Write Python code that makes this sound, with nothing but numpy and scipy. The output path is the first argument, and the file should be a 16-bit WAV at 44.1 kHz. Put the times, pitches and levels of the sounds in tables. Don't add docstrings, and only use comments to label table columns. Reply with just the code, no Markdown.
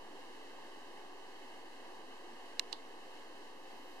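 import sys
import numpy as np
from scipy import signal
from scipy.fft import rfft, irfft
from scipy.io import wavfile
from scipy.ndimage import uniform_filter1d

SR = 44100
rng = np.random.default_rng(int(sys.argv[2]) if len(sys.argv) > 2 else 0)


def log_audio(samples):
    frames = np.atleast_2d(samples).T
    limited = np.clip(frames, -1, 1)
    pcm = np.round(limited * 32767).astype(np.int16)
    wavfile.write(sys.argv[1], SR, pcm)


N = 176400


def undb(db):
    return 10 ** (np.asarray(db) / 20)


def unit(x):
    return x / np.sqrt(np.mean(x ** 2))


def bins_hz():
    return np.maximum(np.arange(N // 2 + 1) * SR / N, 1)


def curve(points):
    freq_hz, value = np.array(points, float).T
    return np.interp(np.log(bins_hz()), np.log(freq_hz), value)


def band_noise(centre_hz, width_oct, shape=(2, N)):
    bell = np.exp(-.5 * (np.log2(bins_hz() / centre_hz) / width_oct) ** 2)
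    return unit(irfft(rfft(rng.standard_normal(shape)) * bell, N))


def wander(rate_hz):
    hold = int(SR / rate_hz)
    steps = np.repeat(rng.standard_normal(200), hold)[:N]
    return unit(uniform_filter1d(uniform_filter1d(steps, hold), hold))


def decay(age_s, t60_s):
    return np.exp(-np.log(1000) * age_s / t60_s)


def rush_band(spectrum, passband, level_db):
    # freq_hz, share_0_to_1
    likeness = [(100, 0.9), (330, 0.85), (800, 0.73), (1000, 0.75), (1370, 0.3), (1620, 0.55), (2200, 0.4),
                (2400, .42), (2560, 0.3), (2950, 0.59), (3170, 0.4), (3480, 0.4), (3750, 0), (4000, 0.3),
                (4300, 0.08), (4650, 0.5), (5100, .08), (14000, 0)]
    # freq_hz, left_minus_right_db
    balance = [(100, -7), (220, -1.5), (400, -4.5), (520, 0), (650, -1), (900, -3), (1400, -3), (1900, 2),
               (2200, -4.5), (2400, -10), (2630, 1), (2950, -1), (3080, -11.5), (3500, -3), (3850, 2.5),
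               (4200, 1.5), (4500, -3.5), (5000, -1.5), (13000, 0)]
    # freq_hz, lag_rad
    phase_lag = [(100, .05), (400, .4), (500, 1.03), (700, 0.37), (950, 0.99), (1350, 0.82), (1500, 1.38),
                 (2250, 1.5), (2400, 2.6), (2620, 0.91), (2780, 2.5), (3000, 2.08), (3400, 3.6),
                 (4100, 3.3), (4600, 6.4)]
    share, tilt, lag_rad = curve(likeness), undb(curve(balance) / 2), curve(phase_lag)
    mid, side = rfft(rng.standard_normal((2, N))) * np.sqrt([1 + share, 1 - share])
    pair = np.array([(mid + side) * tilt, (mid - side) / tilt * np.exp(-1j * lag_rad)])
    sum_gain = np.sqrt(1 + share * np.cos(lag_rad))
    noise = unit(irfft(pair / sum_gain * undb(curve(spectrum)) * passband, N))
    swell_db = -0.23 * wander(rate_hz=0.57)
    flicker_db = 0.5 * wander(rate_hz=13)
    return noise * undb(level_db + swell_db + flicker_db)


def rush():
    # freq_hz, relative_db
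    roar_spectrum = [(88, -54), (150, -23), (225, -6.5), (284, -1), (333, 0), (394, -0.5), (463, -3),
                     (525, -1), (603, -8.5), (778, -1), (894, -2), (1110, -5.5), (1220, -10), (1370, -21),
                     (1600, -12), (1900, -11), (2470, -41), (4180, -120)]
    # freq_hz, relative_db
    hiss_spectrum = [(710, -30), (1200, 0), (1370, -10.5), (1610, 1), (1800, 1), (2190, -3.5),
                     (2380, -22.5), (2540, -5), (2680, -2.5), (2790, -4.5), (2950, 1), (3100, -8.5),
                     (3260, -10.5), (3470, -16.5), (3810, -7), (4000, -9.5), (4200, -7), (4650, -8.5),
                     (5230, -12.5), (9950, -21), (13400, -26.5), (13800, -27.5)]
    freq_hz, split_hz = bins_hz(), 1400
    roar = rush_band(roar_spectrum, (freq_hz > 20) & (freq_hz < split_hz), level_db=-55)
    hiss = rush_band(hiss_spectrum, (freq_hz >= split_hz) & (freq_hz < 14100), level_db=-59)
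    rumble = undb(-87) * band_noise(centre_hz=56, width_oct=0.76, shape=N)
    return roar + hiss + rumble


def whine():
    # pitch_hz, base_rms_db
    partials = [(10406, -99), (13033, -86)]
    # time_s, gain_db
    swell = [(0, -20), (1, -17), (1.12, 3), (1.25, -13), (1.6, -8), (1.8, -13), (3.2, -16), (3.38, 0),
             (3.55, 1), (3.7, 4.5), (3.87, 7.5), (4, 6.5)]
    t = np.arange(N) / SR
    tones = sum(np.sqrt(2) * undb(db) * np.sin(2 * np.pi * hz * t) for hz, db in partials)
    gain = undb(np.interp(t, *np.array(swell).T))
    return np.array([[1], [0]]) * tones * gain


def case_ring(age_s, bright_hz, width_oct, pitch_ratio, pan_db):
    # pitch_hz, gain_db, t60_s, left_minus_right_db
    modes = [(1677, -15, 0.015, 5), (1987, -9, 0.0055, -3.5), (2853, -12, 0.016, -0.5),
             (3960, -5, 0.0061, -12.4), (4023, 6.2, 0.0039, -13), (5350, -4.5, 0.0058, -19),
             (5560, -0.8, 0.0038, -14), (7330, -9, 0.0037, -7.7), (8790, -18.6, 0.0072, -7),
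             (10200, -22.5, 0.0045, -3), (12410, -12, 0.0044, -8.3)]
    ring = np.zeros((2, N))
    active = (age_s > 0) & (age_s < .1)
    t = age_s[active]
    for k, (pitch_hz, gain_db, t60_s, side_db) in enumerate(modes):
        colour = 1 / (1 + (np.log2(pitch_hz / bright_hz) / width_oct) ** 2) ** 2
        mode = (-1) ** k * np.sin(2 * np.pi * pitch_hz * pitch_ratio * t) * decay(t, t60_s)
        ring[:, active] += undb([[side_db + pan_db], [0]]) * undb(gain_db) * colour * mode
    return ring


def button():
    # start_s, gain_db, contact_s, bright_hz, width_oct, pitch_ratio,
    # left_minus_right_db, after_ring_db, knock_db
    clicks = [(2.5954, -9.5, 0.00013, 4330, 1.76, 0.996, -5.5, -53, -39),
              (2.7284, -11.5, 0.00054, 3680, 0.57, 1.019, -14, -35.5, -32.5)]
    t, out = np.arange(N) / SR, np.zeros((2, N))
    radiation = signal.butter(3, 1540, "high", fs=SR, output="sos")
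    to_right = undb([[-5], [0]])
    for start_s, gain_db, contact_s, bright_hz, width_oct, ratio, pan_db, after_db, knock_db in clicks:
        age_s = np.maximum(t - start_s, 0)
        attack = 1 - np.exp(-age_s / contact_s)
        ring = case_ring(age_s, bright_hz, width_oct, ratio, pan_db)
        snap = signal.sosfilt(radiation, attack * ring + 1e-18)
        lead_s = np.maximum(start_s - t, 0)
        rub_envelope = np.exp(-lead_s / (3.6 * contact_s) - age_s / 0.003)
        rub = undb(-28) * band_noise(bright_hz, width_oct=0.78) * rub_envelope
        after_ring = undb(after_db) * band_noise(centre_hz=3980, width_oct=0.23) * decay(age_s, 0.16)
        knock = undb(knock_db) * band_noise(centre_hz=883, width_oct=0.28) * decay(age_s, 0.087)
        out += undb(gain_db) * (snap + attack * knock + to_right * (rub + attack * after_ring))
    return out


def scene():
    return rush() + whine() + button()


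def record(dry):
    cutoff_hz, dc_offset = 16300, -.0025
    lowpass = signal.ellip(8, .2, 70, cutoff_hz, fs=SR, output="sos")
    return signal.sosfilt(lowpass, dry) + dc_offset


dry = scene()
out = record(dry)
log_audio(out)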